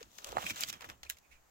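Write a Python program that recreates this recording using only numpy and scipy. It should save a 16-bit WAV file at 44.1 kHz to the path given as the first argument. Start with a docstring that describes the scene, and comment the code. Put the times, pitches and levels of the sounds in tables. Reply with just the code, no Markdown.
"""A jacket sleeve rustles in short strokes as pruning shears are drawn back from a fruit tree, near the right.
The sleeve is grainy noise swelling in three bands; twig ticks are brief bursts of tiny impacts.
Wood knocks, twice strongly, as damped modes; the steel blades clink, slide and shut with a small snap,
made from rough contacts ringing steel modes and from friction noise around their lowest ring.
Short reflections follow; handling rumble and faint outdoor air are coloured noise underneath."""
import sys
import numpy as np
from scipy import signal
from scipy.io import wavfile
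from scipy.ndimage import uniform_filter1d

SR = 44100
rng = np.random.default_rng(int(sys.argv[2]) if len(sys.argv) > 2 else 0)


def log_audio(samples):
    """Write samples as a 16-bit WAV file to the path given in sys.argv[1]."""
    # one column per channel
    frames = np.atleast_2d(samples).T
    # limit to full scale, then quantise
    limited = np.clip(frames, -1, 1)
    pcm = np.round(limited * 32767).astype(np.int16)
    wavfile.write(sys.argv[1], SR, pcm)


N = 66150  # samples
STEEL_ALIKE = 0.32  # left-right likeness of steel sounds: 0 unrelated, 1 identical


def amp(db):
    """Turns decibels into an amplitude gain."""
    return 10 ** (np.asarray(db) / 20)


def evened(x):
    """Scales a signal to unit rms, over both channels together."""
    return x / np.sqrt(np.mean(x ** 2) + 1e-20)


def peaked(x, size=44):
    """Scales each channel so that its loudest millisecond has unit rms."""
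    power = uniform_filter1d(x ** 2, size, axis=1)
    return x / np.sqrt(power.max(1, keepdims=True) + 1e-20)


def pan(db):
    """Gives left and right gains for a level difference; negative is to the right."""
    return evened(amp([[db / 2], [-db / 2]]))


def add(mix, start_s, sound):
    """Mixes a stereo sound in at a time, cut at the end of the scene."""
    part = mix[:, round(start_s * SR):][:, :sound.shape[1]]
    part += sound[:, :part.shape[1]]


def pair(x, alike):
    """Blends two unrelated signals into a partly alike left and right."""
    left = alike * x[1] + np.sqrt(1 - alike ** 2) * x[0]
    return np.array([left, x[1]])


def colour(x, points, size=4096):
    """Shapes the spectrum through (pitch_hz, level_db) points with a causal minimum-phase filter."""
    point_hz, point_db = np.transpose(points)
    hz = abs(np.fft.fftfreq(size, 1 / SR))
    curve_db = np.interp(np.log(hz + 1), np.log(point_hz + 1), point_db)
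    log_gain = np.log(amp(curve_db))
    spectrum = np.exp(np.conj(signal.hilbert(log_gain)))
    taps = np.fft.ifft(spectrum).real
    return signal.fftconvolve(x, taps[None], axes=1)[:, :x.shape[1]]


def noise(points, alike, size=4096):
    """Makes steady coloured stereo noise of unit rms, skipping the filter's start."""
    hiss = pair(rng.standard_normal((2, N + size)), alike)
    return evened(colour(hiss, points)[:, size:])


def ring(modes, pitch=1, size=3000):
    """Rings damped modes after one blow, each a sine that loses 60 dB in its t60."""
    t = np.arange(size) / SR
    out = np.zeros(size)
    for hz, db, t60_s in modes:
        out += amp(db - 60 * t / t60_s) * np.sin(2 * np.pi * hz * pitch * t)
    return out


def contact(decay_s, alike, size=2000):
    """Makes a brief rough contact: a burst of tiny impacts that dies quickly."""
    attack_s = 0.00054
    t = np.arange(size) / SR
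    impacts = pair(rng.choice([-1., 1.], (2, size)), alike)
    return impacts * np.minimum(t / attack_s, 1) * np.exp(-t / decay_s)


def sleeve():
    """Fabric slips in dense grains; each stroke swells and fades with its own brightness."""
    # Sleeve strokes: peak_s, rise_s, fall_s, bass_db, middle_db, treble_db, left_right_db (before the band's pan)
    strokes = [(.01, .02, 0.029, -64, -59, -59.5, -5), (0.189, 0.063, 0.037, -71, -75, -57, -2),
               (0.291, 0.054, 0.045, -51, -57.5, -52, -6), (0.366, 0.032, 0.03, -46, -56, -71, -8.5),
               (0.423, 0.038, 0.022, -48.5, -47.5, -47, -7.5), (0.504, 0.041, 0.011, -47.5, -47, -39, -6),
               (0.574, 0.036, 0.029, -58, -52, -54.5, -7.5), (0.622, 0.034, 0.02, -52, -45, -39.5, -6.5),
               (0.697, .018, 0.0047, -57, -48, -40, -7), (0.737, 0.024, 0.036, -60, -55, -58, -9.5),
               (0.825, 0.01, 0.013, -52.5, -51.5, -58.5, -19),
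               (.849, 0.014, .022, -55.5, -57.5, -57.5, -2.5), (0.891, 0.0023, .006, -57, -48, -49.5, -4),
               (0.904, 0.015, 0.022, -55, -55.5, -58, -5), (1.055, 0.0098, 0.02, -63, -61.5, -64, -3),
               (1.108, 0.0087, 0.019, -68, -56, -50, -6), (1.331, 0.014, 0.027, -87, -66, -70, -6)]
    # Tone of the fabric: pitch_hz, level_db
    cloth_tone = [(120, -30), (220, -23), (420, -15), (650, -11.5), (850, -15.5), (1300, -3), (2000, -5.5),
                  (2400, -6.5), (3500, -4), (4700, -11), (6000, -5.5), (7500, -7.5), (9000, -19.5),
                  (10800, -16), (12000, -14.5), (15000, -11.5), (16000, -18)]
    # Edges of the bass, middle and treble bands: pitch_hz
    edges_hz = [250, 1000, 3200, 16500]
    # Left-right likeness of bass, middle and treble: 0 to 1
    band_alike = [0.41, 0.96, 0.083]
    # Pan added to every stroke in bass, middle and treble: left_right_db
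    band_pan_db = [0.5, 5.5, 8]
    grains_per_s, grain_spread_db = 5000, 3.2
    smooth_share = .55  # of the friction's power; the rest is grains
    stroke_shape = 0.95  # exponent of the swell: 1 is exponential, 2 a bell

    t = np.arange(N) / SR
    grain_gain = amp(grain_spread_db * np.minimum(rng.exponential(1, N), 4))
    slips = evened(grain_gain * (rng.random(N) < grains_per_s / SR))
    roughness = np.sqrt(smooth_share + (1 - smooth_share) * slips ** 2)
    friction = rng.standard_normal((2, N)) * roughness
    cloth = colour(crinkle(friction), cloth_tone)
    out = np.zeros((2, N))
    for k in range(3):
        band_filter = signal.butter(4, edges_hz[k:k + 2], "band", fs=SR, output="sos")
        band = evened(signal.sosfilt(band_filter, pair(cloth, band_alike[k])))
        power = 0  # strokes that overlap add their power
        for peak_s, rise_s, fall_s, *levels_db, side_db in strokes:
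            width_s = np.where(t < peak_s, rise_s, fall_s)
            swell = np.exp(-(abs(t - peak_s) / width_s) ** stroke_shape)
            power = power + (amp(levels_db[k]) * swell * pan(side_db + band_pan_db[k])) ** 2
        out += band * np.sqrt(power)
    return out


def crinkle(x, size=128):
    """Tiny folds each favour their own pitch for a few milliseconds: random patches of spectral gain."""
    patch_db, patch_frames, patch_bins = 2.6, 5, 3
    overlap = size * 3 // 4
    spectrum = signal.stft(x, nperseg=size, noverlap=overlap)[2]
    patches = rng.standard_normal(spectrum.shape[1:])
    patches = uniform_filter1d(patches, patch_bins, axis=0)
    patches = evened(uniform_filter1d(patches, patch_frames, axis=1))
    return signal.istft(spectrum * amp(patch_db * patches), nperseg=size, noverlap=overlap)[1][:, :N]


def knocks():
    """Dull blows ring wooden modes, with a softened attack and the bass cut."""
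    # Blows on wood: start_s, level_db, pitch_factor, left_right_db
    blows = [(.3268, -27, 0.707, -7), (0.3691, -11.5, 1.033, -5.5), (0.3823, -16.5, 1.157, -8.5),
             (.429, -31, 0.99, -11), (0.8455, -48, 1.94, -18), (1.033, -43, 1.07, -1)]
    # Modes of the wood: pitch_hz (at pitch factor 1), level_db, t60_s
    wood_modes = [(736, -2, 0.017), (910, -1.5, 0.0077), (1065, -8, 0.019), (1626, -7, 0.0083),
                  (1990, -17, 0.0039), (3900, -25, 0.014), (7460, -17, 0.0046)]
    attack_s = .0007
    low_cut_hz = 620  # at pitch factor 1
    out = np.zeros((2, N))
    for start_s, db, pitch, side_db in blows:
        wood = ring(wood_modes, pitch)
        t = np.arange(len(wood)) / SR
        softened = wood * (1 - np.exp(-t / attack_s))
        b, a = signal.butter(2, low_cut_hz * pitch, "high", fs=SR)
        add(out, start_s, amp(db) * pan(side_db) * signal.lfilter(b, a, softened))
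    return out


def hollow_note():
    """One soft hollow note: a centred sine that swells and dies within milliseconds."""
    peak_s, pitch_hz, level_db, width_s = 0.016, 465, -41.5, 0.0031
    t = np.arange(N) / SR
    return amp(level_db) * np.exp(-abs(t - peak_s) / width_s) * np.sin(2 * np.pi * pitch_hz * t)


def twigs():
    """Dry ticks without a ring: rough contacts, each with more or less body and top."""
    # Twig ticks: start_s, peak_db, decay_s, body_db, top_db, left_right_db
    ticks = [(0.028, -43.5, 0.0017, 0, -21, 4), (0.183, -42, 0.0037, -4, -19, 9),
             (.187, -43, 0.00067, 40, 10, -49), (.244, -34, 0.0013, -0.5, -15.5, 3),
             (0.27, -43.5, 0.0012, 3, -4, 22), (0.29, -43, 0.0007, 10, -12, 8),
             (.319, -41, 0.0021, 10, -9, 8), (0.5591, -40, .0015, -5, -13, 4),
             (.567, -41.5, 0.00078, 6, -15, 0), (0.606, -37, .001, 6, 2, -10),
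             (.608, -27.5, 0.00048, -9, -6.5, 17), (0.616, -39, 0.0012, 5, 0, -16),
             (0.6351, -24.5, 0.0015, 6.5, -20, -5.5), (0.686, -35.5, 0.0013, -2, -4, -1),
             (.7, -34, 0.0028, 6, -11, -5), (0.7272, -37.5, 0.0022, 5, -10.5, -2),
             (0.808, -43, .0018, 14, -13, 4), (0.818, -45.5, 0.0029, 12, -11, 4),
             (.843, -40.5, 0.004, 27.5, -7, 0), (.8992, -36.5, 0.00089, 16.5, -13, -2),
             (1.0312, -42.5, 0.005, 9, -15.5, 0.5), (1.0492, -55.5, 0.0031, -5, -22, 7),
             (1.169, -56, 0.006, 11, -8, -6), (1.185, -55, 0.0032, 5, -7, 0)]
    # Tone shared by the ticks, before body and top: pitch_hz, level_db
    tick_tone = [(150, -26), (700, -17), (2400, -6), (4000, -2.5), (7200, 1.5), (9500, -2.5), (12500, 2.5),
                 (16000, -3.5)]
    # Body boost or cut is full below the first and gone above the second: pitch_hz
    body_hz = [2020, 4170]
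    # Top boost or cut starts at the first and is full above the second: pitch_hz
    top_hz = [6480, 9340]
    out = np.zeros((2, N))
    hz, tone_db = np.transpose(tick_tone)
    for start_s, peak_db, decay_s, body_db, top_db, side_db in ticks:
        body = np.interp(hz, body_hz, [body_db, 0])
        top = np.interp(hz, top_hz, [0, top_db])
        tick = colour(contact(decay_s, alike=0.39), np.c_[hz, tone_db + body + top])
        add(out, start_s, amp(peak_db) * pan(side_db) * peaked(tick))
    return out


def steel(hits, modes, contact_s):
    """Rough contacts ring hand-damped steel, too small to radiate bass."""
    low_cut = signal.butter(N=12, Wn=1500, btype="high", fs=SR, output="sos")  # Wn in Hz
    out = np.zeros((2, N))
    for start_s, peak_db, side_db in hits:
        hit = signal.fftconvolve(contact(contact_s, STEEL_ALIKE), ring(modes)[None], axes=1)
        hit = signal.sosfilt(low_cut, hit)
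        add(out, start_s, amp(peak_db) * pan(side_db) * peaked(hit))
    return out


def clinks():
    """Loose blades clink: contacts ring the blades' modes."""
    # Clinks: start_s, peak_db, left_right_db
    clink_hits = [(.4648, -30, -3), (.471, -47, 16), (.4981, -35, -12), (.5055, -32, -4),
                  (.625, -37.5, -13), (.737, -41, -1)]
    # Modes of the blades: pitch_hz, level_db, t60_s
    blade_modes = [(2334, -7, 0.031), (2438, 0.5, 0.023), (3190, -13, 0.054), (5240, -5.5, 0.01),
                   (6400, -19, 0.0053), (7770, -7, 0.012)]
    return steel(clink_hits, blade_modes, contact_s=.0009)


def snaps():
    """The shears snap shut with a faint touch before and weaker clicks after, ringing short, bright modes."""
    # Light touch, snap and after-clicks: start_s, peak_db, left_right_db
    snap_hits = [(1.0945, -43, -4), (1.0985, -27, -1.5), (1.1065, -37.5, -10), (1.1188, -69, -8)]
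    # Modes of the catch: pitch_hz, level_db, t60_s
    catch_modes = [(1660, -2.5, .014), (2120, 2, 0.0045), (2620, -13, 0.012), (3000, 3, 0.0063),
                   (4030, 2, 0.0055), (6030, -7, 0.0058), (7060, 11.5, 0.0041), (8140, 6, .004),
                   (9400, -3.5, .003), (11400, 11, 0.0015), (13300, -6, 0.0023), (15200, 1, 0.0024)]
    return steel(snap_hits, catch_modes, contact_s=0.00094)


def slides():
    """Light friction between the blades sings softly around their lowest ring."""
    # Blades sliding on each other: peak_s, half_length_s, level_db, left_right_db
    strokes = [(0.467, 0.011, -43, 3), (0.507, 0.013, -42.5, 8), (1.067, .011, -59, -5),
               (1.255, 0.022, -71, -13), (1.322, 0.01, -58, -13), (1.348, 0.04, -70.5, -15)]
    # Tone of the friction: pitch_hz, level_db
    slide_tone = [(200, -54), (1200, -35), (1700, -9), (2000, -7), (2300, 10), (2500, 10), (3000, -16),
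                  (4000, -10), (8500, -16.5), (16000, -25)]
    t = np.arange(N) / SR
    level = np.zeros((2, N))
    for peak_s, half_s, db, side_db in strokes:
        level += amp(db) * pan(side_db) * np.exp(-((t - peak_s) / half_s) ** 2)
    return level * noise(slide_tone, STEEL_ALIKE)


def scatter(x, size=6000):
    """Short weak reflections from the body, tree and ground: a decaying noise echo."""
    t = np.arange(size) / SR
    decay = amp(-60 * t / 0.056)  # t60 in seconds
    tail = rng.standard_normal((2, size)) * decay * (t > .002)  # none in the first 2 ms
    return signal.fftconvolve(x, evened(tail) / np.sqrt(size), axes=1)[:, :N]


def background():
    """Faint outdoor air, low rumble and the hand shifting on the microphone's housing, all coloured noise."""
    # Level of the handling, before its pan: time_s, level_db
    handling_level = [(0.0, -67.5), (0.074, -69), (0.096, -75), (0.216, -75), (0.254, -74), (0.296, -69.5),
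                      (0.338, -62), (0.38, -50), (0.416, -74), (0.442, -48.5), (0.492, -63), (0.512, -52),
                      (0.564, -65), (0.764, -62), (0.798, -81), (0.898, -59.5), (0.98, -76), (1.5, -90.5)]
    # Tone of the handling: pitch_hz, level_db
    handling_tone = [(20, -42.5), (60, -4), (100, 5.5), (200, 4), (320, 0), (700, -26.5), (3000, -52)]
    # Level of the low rumble: time_s, level_db
    rumble_level = [(0.0, -73), (0.032, -64.5), (0.132, -81), (0.232, -71), (0.296, -59), (0.642, -72),
                    (0.71, -69), (0.798, -74), (0.94, -66), (0.968, -77), (1.018, -64), (1.144, -70),
                    (1.164, -73.5), (1.274, -81), (1.352, -65), (1.5, -79.5)]
    # Tone of the low rumble: pitch_hz, level_db
    rumble_tone = [(15, -8), (40, -48), (57, 5), (66, -6), (85, -13.5), (200, -45), (1000, -79)]
    # Tone of the air: pitch_hz, level_db
    air_tone = [(60, -11.5), (120, -3.5), (300, -8.5), (750, -3.5), (1300, -6.5), (2400, -12), (3500, -16),
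                (5200, -16.5), (6900, -10), (9500, -23.5), (12500, -18), (16000, -17)]
    bass_alike = 0.72
    t = np.arange(N) / SR
    handling_gain = amp(np.interp(t, *np.transpose(handling_level)))
    handling = handling_gain * noise(handling_tone, bass_alike) * pan(-3.5)
    rumble_gain = amp(np.interp(t, *np.transpose(rumble_level)))
    rumble = rumble_gain * noise(rumble_tone, bass_alike)
    air = amp(-69.5) * noise(air_tone, alike=0.13)
    return handling + rumble + air


def scene():
    """Mixes the near sounds, which reach the left side a little later, over the background."""
    left_lag_s = .00043
    clicks = twigs() + clinks() + snaps()
    wood = knocks() + hollow_note()
    reflections = scatter(amp(-11.5) * clicks + amp(-21) * wood)
    left, right = sleeve() + wood + clicks + slides() + reflections
    late_left = np.r_[np.zeros(round(left_lag_s * SR)), left][:N]
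    return np.array([late_left, right]) + background()


def record(dry):
    """The recorder's band limit: a steep linear-phase low-pass."""
    edge_hz = 16050
    taps = signal.firwin(401, edge_hz, window=("kaiser", 9), fs=SR)
    return signal.oaconvolve(dry, taps[None], "same")


dry = scene()
out = record(dry)
log_audio(out)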